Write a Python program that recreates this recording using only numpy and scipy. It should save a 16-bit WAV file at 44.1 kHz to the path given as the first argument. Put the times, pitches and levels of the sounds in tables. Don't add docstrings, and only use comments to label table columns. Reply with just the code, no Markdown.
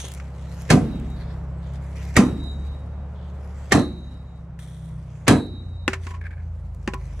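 import sys
import numpy as np
from scipy import signal
from scipy.fft import rfft, irfft, next_fast_len
from scipy.io import wavfile
from scipy.ndimage import uniform_filter1d, minimum_filter1d, map_coordinates

SR = 44100
rng = np.random.default_rng(int(sys.argv[2]) if len(sys.argv) > 2 else 0)


def to_wav(sig):
    pcm = np.clip(np.atleast_2d(sig), -1, 1) * 32767
    pcm = np.round(pcm).astype(np.int16)
    wavfile.write(sys.argv[1], SR, pcm.T)


N = 317520

# (time [s], crack [dB], head mode [Hz], head [dB], boom [dB], clang [dB], shudder [dB],
# long ring [dB], short ring [dB], clothes [dB])
BLOWS = [(0.701, -12.5, 1734, -6, 5.5, -6.5, -15.5, -41, -62, -56.5),
         (2.1652, -8, 1890, -1, 1.5, -5, -20, -28, -54, -56.5),
         (3.7201, -9, 1820, -2, 2.5, -6.5, -25, -34, -32, -62),
         (5.2790, -7.5, 1670, -10, 4.5, -5.5, -26, -32, -30.5, -67)]
# (frequency [Hz], density [dB])
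CRACK_SPECTRUM = [(150, -7.5), (450, 5), (1000, -9.5), (2200, -1), (3000, -10.5), (5000, -13), (6500, -6),
                  (10000, -15), (11500, -12), (12300, -28), (15000, -49)]
# (frequency [Hz], level [dB], t60 [s])
FRAME_MODES = [(72, -27, .4), (102, -21, .35), (155, -13, .24), (198, -16, .28), (226, -16, .34),
               (252, -8.5, .28), (293, -13, .3), (356, -35, .7), (388, -25, .26), (451, -22, .26),
               (482, -22, .26), (546, -28, .24), (590, -25, .22), (686, -23, .22), (742, -25, .2),
               (975, -25, .17), (1043, -21, .19), (1146, -26, .19), (1353, -28, .17)]
# (frequency [Hz], side minus mid [dB])
STEREO_WIDTH = [(60, -28), (200, -18), (700, -7), (1400, -14), (2600, -3), (5000, -2.5), (12000, -28)]


def amp(db):
    return 10 ** (np.asarray(db) / 20)


def unit(x):
    return x / np.sqrt(np.mean(x ** 2) + 1e-20)


def along(points, hz):
    knots_hz, values = np.transpose(points)
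    return np.interp(np.log(hz + 1), np.log(knots_hz + 1), values)


def curve(points):
    return np.interp(np.arange(N) / SR, *np.transpose(points))


def wobble(rate_hz):
    knots = rng.standard_normal(int(N * rate_hz / SR) + 4)
    return map_coordinates(knots, [np.arange(N) * rate_hz / SR])


def filtered(x, response):
    n = x.shape[-1]
    padded = next_fast_len(n + 8192)
    return irfft(rfft(x, padded) * response(np.fft.rfftfreq(padded, 1 / SR)), padded)[..., :n]


def noise(spectrum, size=N):
    mid, side = filtered(rng.standard_normal((2, size)), lambda hz: amp(along(spectrum, hz)))
    side = filtered(side, lambda hz: amp(along(STEREO_WIDTH, hz)))
    return unit(np.array([mid + side, mid - side]))


def swell(t, rise_s):
    return 1 - np.exp(-(t / rise_s) ** 2)


def fade(t, t60_s):
    return np.exp(-np.log(1000) * t / t60_s)


def hump(centre_s, half_s, order=2):
    return np.exp(-np.abs((np.arange(N) / SR - centre_s) / half_s) ** order)


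def ring(modes, t):
    out = np.zeros((2, len(t)))
    for hz, db, t60_s in modes:
        scatter_db, phase = rng.standard_normal(), rng.uniform(0, 2 * np.pi)
        skew = np.arctan(amp(along(STEREO_WIDTH, hz))) * rng.choice([-1, 1]) * np.array([[1], [-1]])
        out += amp(db + scatter_db) * fade(t, t60_s) * np.sin(2 * np.pi * hz * t + phase + skew)
    return out


def add(track, at_s, sound):
    start = max(round(at_s * SR), 0)
    part = track[:, start:start + sound.shape[-1]]
    part += sound[..., :part.shape[-1]]


def engine():
    # (time [s], crank speed [Hz])
    crank_speed = [(0, 34.3), (.8, 33.2), (1.9, 33.6), (2.9, 35.9), (3.45, 35.7), (4.95, 32), (5.65, 29),
                   (7.2, 26.1)]
    # (time [s], level [dB])
    carry = [(0, -4), (1.2, 1.5), (2.0, 1.5), (3.4, 0.5), (4.3, -7), (5.0, 0), (6.1, -1.5), (7.2, -1)]
    # (multiple, level [dB])
    orders = [(2, -1), (3, 0), (4, 0.5), (5, -2), (6, -14)]
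    # (frequency [Hz], half width [Hz], level [dB])
    exhaust = [(51, 7, -27.5), (69, 7, -28.5), (84, 7, -27.5), (101, 10, -43), (131, 10, -37),
               (161, 13, -32.5), (186, 12, -43), (214, 10, -44)]
    # (frequency [Hz], density [dB])
    rumble_spectrum = [(20, -24.5), (40, 6), (60, -2.5), (110, 5.5), (170, 2), (230, -9.5), (400, -46.5),
                       (10500, -49.5), (13000, -80)]
    hum_hz, hum_db, rumble_db = 121, -44.5, -44
    speed_hz, level_db = curve(crank_speed), curve(carry)
    crank_rad = 2 * np.pi * np.cumsum(speed_hz * (1 + .002 * wobble(12))) / SR
    tones = np.zeros(N)
    for k, order_db in orders:
        gain = sum(amp(db) / (1 + ((k * speed_hz - hz) / half_hz) ** 2) ** 2
                   for hz, half_hz, db in exhaust)
        gain *= amp(order_db + 1.2 * wobble(9.3))
        tones += gain * np.sin(round(k) * crank_rad + rng.uniform(0, 2 * np.pi))
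    hum = amp(hum_db + 1.4 * wobble(1.0)) * np.sin(2 * np.pi * hum_hz * np.arange(N) / SR)
    rumble = amp(rumble_db + 0.86 * level_db + 1.5 * wobble(4)) * noise(rumble_spectrum)
    return amp(level_db) * tones + hum + rumble


def air():
    # (frequency [Hz], density [dB])
    spectrum = [(120, -28), (200, 1), (349, -2.5), (554, 0), (1260, -9.5), (2800, -26.5), (3480, -32),
                (4960, -38.5), (8000, -43), (10400, -61), (17600, -120)]
    # (time [s], mid-band level [dB])
    drift = [(0.0, -52), (1.02, -49), (3.81, -51.5), (3.97, -55.5), (6.72, -58.5), (7.2, -55.5)]
    return amp(curve(drift) + 3 + 0.39 * wobble(5.7)) * noise(spectrum)


def movement():
    # (time [s], half length [s], level [dB])
    shifts = [(0.001, 0.13, -39.5), (6.075, 0.058, -51), (6.718, 0.41, -68), (7.138, 0.18, -60.5)]
    effort = sum(amp(db) * hump(at_s, half_s) for at_s, half_s, db in shifts)
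    for at_s, *_, db in BLOWS:
        arms = hump(at_s - 0.079, half_s=0.17)
        turn = amp(-5.5) * hump(at_s + 0.044, half_s=0.68, order=6)
        effort += amp(db) * (arms + turn)
    return effort


def folds(x, depth_db=3):
    bins = signal.stft(x, nperseg=512)[2]
    patches = uniform_filter1d(rng.standard_normal(bins.shape[1:]), size=8, axis=0)
    patches = uniform_filter1d(patches, size=18, axis=1)
    return signal.istft(bins * amp(depth_db * unit(patches)), nperseg=512)[1][:, :N]


def rustle():
    # (frequency [Hz], density [dB])
    spectrum = [(600, -16), (2000, 2), (3500, -8), (5000, -9), (7000, -5), (10000, -13), (11600, -10),
                (12500, -22), (15500, -31.5)]
    grains_per_s, grain_db, spread_db = 35, -6.5, 3.5
    effort = movement()
    crackle = amp(2 * wobble(40) + 2.2 * wobble(700))
    onsets = rng.random(N) < grains_per_s / SR
    grains = effort * onsets * amp(grain_db + spread_db * rng.standard_normal(N))
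    grit = signal.fftconvolve(grains, fade(np.arange(SR // 10) / SR, t60_s=.025))[:N]
    return (effort + grit) * unit(folds(noise(spectrum)) * crackle)


def knocks():
    # (time [s], wood [dB], thud [dB], tap t60 [s], clink [dB])
    hits = [(.04, -43, -39, 0.14, -48), (0.199, -35, -90, 0.036, -60), (4.589, -46, -81, 0.049, -67),
            (5.8791, -7.5, -22.5, 0.015, -42), (5.931, -19.5, -41, 0.058, -36),
            (6.066, -31.5, -43.5, 0.056, -38), (6.105, -39, -48, 0.075, -40),
            (6.135, -39.5, -79, 0.13, -38.5), (6.8760, -20.5, -27, 0.024, -36),
            (6.8837, -31, -36.5, 0.047, -49.5), (6.935, -26.5, -32.5, 0.042, -29.5),
            (7.193, -40.5, -45.5, 0.032, -37)]
    # (frequency [Hz], density [dB])
    tap_spectrum = [(200, -33), (500, -7), (1100, 1), (1700, 5.5), (2600, -1), (3400, -11.5), (5000, -13),
                    (7000, -13), (11000, -25.5), (15000, -31)]
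    # (frequency [Hz], level [dB], t60 [s])
    wood_modes = [(1457, -1.5, .04), (1766, 0, 0.037), (2395, -4.5, 0.027), (2670, 4.5, 0.021),
                  (5900, -13, 0.033)]
    # (frequency [Hz], level [dB], t60 [s])
    thud_modes = [(195, 4, 0.057), (245, 8.5, 0.05), (334, 11, 0.029), (383.6, -5, 0.32), (503, 9, 0.027),
                  (820, -0.5, 0.064)]
    # (frequency [Hz], level [dB], t60 [s])
    tool_modes = [(1060, 5, 0.035), (1000, 2, 0.15), (1093, 2.5, .11), (1363, -14.5, 0.12)]
    out, t = np.zeros((2, N)), np.arange(SR // 2) / SR
    for at_s, wood_db, thud_db, t60_s, clink_db in hits:
        decay = fade(t, t60_s) + amp(-21) * fade(t, 0.194)
        tap = amp(-1.5) * noise(tap_spectrum, len(t)) * decay
        clack = amp(-7.5) * ring(wood_modes, t)
        wood = amp(wood_db) * (tap + clack) * swell(t, 0.45 * t60_s ** 2)
        thud = amp(thud_db) * ring(thud_modes, t) * swell(t, 0.0016)
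        clink = amp(clink_db) * ring(tool_modes, t) * swell(t, 0.0057)
        add(out, at_s, wood + thud + clink)
    return out


def snaps():
    # (time [s], relative level [dB])
    breaks = [(0.0528, -39), (0.0843, -34.5), (0.118, -33), (0.1382, -32), (0.1483, -34), (0.62, -37),
              (0.9988, -44), (1.1025, -47), (1.737, -48.5), (2.0515, -39), (2.4388, -45.5), (4.8895, -50.5),
              (5.4657, -50.5), (6.747, -48), (6.9425, -36.5)]
    # (frequency [Hz], density [dB])
    spectrum = [(600, -14), (2000, 0.5), (4500, -5.5), (7000, 2), (11000, 0.5), (15500, -6.5)]
    out, t = np.zeros((2, N)), np.arange(SR // 10) / SR
    for at_s, db in breaks:
        add(out, at_s, amp(db - 3) * noise(spectrum, len(t)) * fade(t, t60_s=.018))
    return out


def lead_in(t, cutoff_hz=5100):
    burst = noise(CRACK_SPECTRUM, len(t)) * swell(t, 0.021) * fade(t, 0.061)
    return filtered(burst, lambda hz: 1 / (1 + (hz / cutoff_hz) ** 4))


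def contact(t, t60_s):
    return noise(CRACK_SPECTRUM, len(t)) * swell(t, 0.0012) * fade(t, t60_s)


def clang(t):
    # (frequency [Hz], density [dB])
    spectrum = [(30, -21.5), (60, -0.5), (130, 6.5), (300, -2), (500, -10), (1000, -12), (2000, -17.5),
                (3200, -23.5), (5000, -28), (6500, -26), (11000, -35), (12500, -47), (15000, -90)]
    # (frequency [Hz], t60 [s])
    decay_times = [(60, 0.22), (300, 0.41), (700, 0.3), (1500, 0.25), (4000, 0.18), (11000, 0.26)]
    hz, time_s, bins = signal.stft(noise(spectrum, len(t)), SR, nperseg=512)
    bass = 1 / (1 + (hz[:, None] / 700) ** 2)
    build = 1 - bass * np.exp(-time_s / 0.013)
    spot = amp(1.8 * rng.standard_normal((len(hz), 1)) * (2 - bass))
    decay = fade(time_s, along(decay_times, hz)[:, None])
    return signal.istft(bins * build * spot * decay, SR, nperseg=512)[1][:, :len(t)]


def cluster(modes, t, jitter_s=6e-5):
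    return sum(ring([mode], t + jitter_s * wobble(30)[:len(t)]) for mode in modes)


def steel_ring(t, short_db, long_db):
    # (frequency [Hz], level [dB], t60 [s])
    short_modes = [(3910, -9, .5), (3540, -10, 0.37), (3994, -1.5, .52), (3810, -3, 0.55),
                   (3940, -5.5, .45), (4085, -3, .32), (4140, 0, 0.26), (4340, -6, 0.4), (10800, -18, 0.41)]
    # (frequency [Hz], level [dB], t60 [s])
    long_modes = [(3810, 2.5, 1.01), (3804, -0.5, 0.99), (3860, -1.5, 0.74), (3856, -7.5, .8),
                  (3885, -4.5, 0.87), (4030, -4, 0.84), (10800, -7.5, 0.51), (10790, -10, .5)]
    early = amp(short_db) * cluster(short_modes, t)
    late = amp(long_db) * cluster(long_modes, t) * swell(t, rise_s=0.32)
    return (early + late) * amp(3.5 * wobble(12)[:len(t)])


def blows():
    # (frequency [Hz], density [dB])
    shudder_spectrum = [(30, -20), (45, -7.5), (110, -3.5), (230, 4), (320, -3.5), (450, -17.5),
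                        (1000, -30), (3000, -40.5), (8000, -53)]
    lead_in_s = 0.013
    out, t = np.zeros((2, N)), np.arange(SR) / SR
    for at_s, crack_db, head_hz, head_db, boom_db, clang_db, shudder_db, long_db, short_db, _ in BLOWS:
        add(out, at_s - lead_in_s, amp(crack_db + 9) * lead_in(t))
        crack = amp(crack_db + 2) * contact(t, t60_s=0.035)
        head_modes = [(head_hz, 0, .035), (1.2 * head_hz, -12, .035)]
        head = amp(head_db) * ring(head_modes, t) * swell(t, 0.0018)
        boom = amp(boom_db + 2.5) * ring(FRAME_MODES, t) * swell(t, 0.034)
        buzz = amp(1.5 * wobble(500)[:SR] * fade(t, .6))
        frame = amp(clang_db) * clang(t) * swell(t, 0.0039) * buzz
        shudder = amp(shudder_db) * noise(shudder_spectrum, SR) * swell(t, 0.092) * fade(t, 0.99)
        add(out, at_s, crack + head + boom + frame + shudder + steel_ring(t, short_db, long_db))
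    return out


def rattles():
    # (time [s], crack [dB], favoured pitch [Hz], clunk [dB])
    hits = [(0.7074, -10, 1020, -18), (0.7100, -12.5, 750, -17.5), (0.7300, -22, 158, -4.5),
            (0.7590, -36, 155, -22), (0.7680, -30.5, 740, -17), (2.1700, -16, 1040, -14),
            (2.177, -14.5, 124, -10.5), (2.1885, -15, 196, -4.5), (2.2085, -19.5, 484, -24.5),
            (2.2360, -25.5, 255, -17), (3.7262, -4.5, 1340, -20), (3.7497, -16, 263, -9.5),
            (3.7720, -26, 690, -21), (3.7955, -24.5, 293, -24), (5.2845, -11, 1353, -29),
            (5.3040, -24.5, 254, -11), (5.3260, -21, 686, -35)]
    slope_db_per_octave, t60_share = -27, 0.54
    out, t = np.zeros((2, N)), np.arange(SR // 2) / SR
    for at_s, crack_db, favoured_hz, clunk_db in hits:
        modes = [(hz, slope_db_per_octave * abs(np.log2(hz / favoured_hz)), t60_share * t60_s)
                 for hz, _, t60_s in FRAME_MODES]
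        crack = amp(crack_db) * contact(t, t60_s=0.012)
        clunk = amp(clunk_db) * ring(modes, t) * swell(t, 0.004)
        add(out, at_s, crack + clunk)
    return out


def sway(rock_hz=45.7):
    out, t = np.zeros((2, N)), np.arange(2 * SR) / SR
    rocking = np.sin(2 * np.pi * rock_hz * t) * swell(t, rise_s=.3) * fade(t, t60_s=2.3)
    for at_s, *_, shudder_db, _, _, _ in BLOWS:
        add(out, at_s, amp(shudder_db - 6.5) * rocking)
    return out


def hiss_band(centre_hz, size, half_width_hz=670):
    white = noise([(100, 0), (16000, 0)], size)
    return unit(filtered(white, lambda hz: 1 / (1 + ((hz - centre_hz) / half_width_hz) ** 2)))


def swishes():
    # (time [s], length [s], lower resonance [Hz], lower [dB], upper [dB])
    strokes = [(0.927, 0.18, 2820, -59, -82), (1.152, 0.21, 1730, -55, -57), (1.612, 0.16, 3400, -58, -77),
               (1.941, 0.14, 2400, -53, -58), (3.139, 0.24, 3600, -62, -92), (7.069, .3, 2140, -60, -70)]
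    upper_ratio = 2.47
    out, t = np.zeros((2, N)), np.arange(SR // 2) / SR
    for at_s, length_s, hz, lower_db, upper_db in strokes:
        stroke = swell(t, .015) * np.exp(-(t / length_s) ** 4)
        lower = amp(lower_db) * hiss_band(hz, len(t))
        upper = amp(upper_db) * hiss_band(upper_ratio * hz, len(t))
        add(out, at_s, stroke * (lower + upper))
    return folds(out) * amp(2 * wobble(50) + 2 * wobble(500) - 3)


def skids():
    # (time [s], t60 [s], level [dB])
    slips = [(4.5895, 0.038, -42.5), (4.59, 1.2, -50.5), (4.838, 0.45, -57.5)]
    # (frequency [Hz], density [dB])
    spectrum = [(1000, -10), (2000, -0.5), (2800, -13.5), (3350, 2), (3900, -4.5), (4800, -16.5),
                (5900, -4), (6600, -10), (8700, -4.5), (9150, 3.5), (9600, -9), (11500, -8.5), (13000, -18),
                (15500, -18.5)]
    out, t = np.zeros((2, N)), np.arange(SR) / SR
    for at_s, t60_s, db in slips:
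        grain = amp(2.5 * wobble(600)[:SR])
        hiss = unit(noise(spectrum, SR) * grain)
        add(out, at_s, amp(db) * hiss * swell(t, .001) * fade(t, t60_s))
    return out


def scrapes():
    # (time [s], t60 [s], level [dB])
    slips = [(6.21, 0.076, -37.5), (6.238, .07, -40), (6.2495, .09, -39.5), (6.262, 0.084, -39),
             (6.306, 0.11, -39.5), (6.327, .07, -48), (6.368, 0.27, -54.5), (6.396, 0.07, -56)]
    # (frequency [Hz], density [dB])
    spectrum = [(700, -9.5), (1300, -10), (1650, 10.5), (1950, -4), (2250, 4.5), (2800, -17), (6000, -29),
                (11000, -29.5), (14000, -50)]
    envelope, t = np.zeros(N), np.arange(N) / SR
    for at_s, t60_s, db in slips:
        age_s = np.maximum(t - at_s, 0)
        envelope += amp(db) * swell(age_s, 0.0022) * fade(age_s, t60_s)
    grit = amp(2.5 * wobble(400))
    return envelope * unit(noise(spectrum) * grit)


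def limit(x, ceiling_db, hold_s, release_db_per_s):
    needed_db = np.minimum(ceiling_db - 20 * np.log10(np.abs(x).max(0) + 1e-9), 0)
    half_hold = max(int(hold_s * SR / 2), 1)
    held_db = minimum_filter1d(needed_db, 2 * half_hold + 1, origin=half_hold)
    ramp_db = release_db_per_s * np.arange(N) / SR
    gain_db = np.minimum.accumulate(held_db - ramp_db) + ramp_db
    smooth_db = uniform_filter1d(minimum_filter1d(gain_db, size=129), size=129)
    return x * amp(smooth_db)


def scene():
    maul = (blows() + rattles()) * amp([[-.4], [.4]]) + sway() + knocks() + scrapes()
    return maul + swishes() + skids() + snaps() + rustle() + engine() + air()


def record(dry):
    clip_level, cutoff_hz = 1.3, 16200
    delay_s = np.array([[1], [-1]]) * 13e-6
    delayed = filtered(dry, lambda hz: np.exp(-2j * np.pi * hz * delay_s))
    rounded = delayed / (1 + np.abs(delayed / clip_level) ** 4) ** (1 / 4)
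    limited = limit(rounded, ceiling_db=-.6, hold_s=.05, release_db_per_s=75)
    return filtered(limited, lambda hz: hz < cutoff_hz)


dry = scene()
out = record(dry)
to_wav(out)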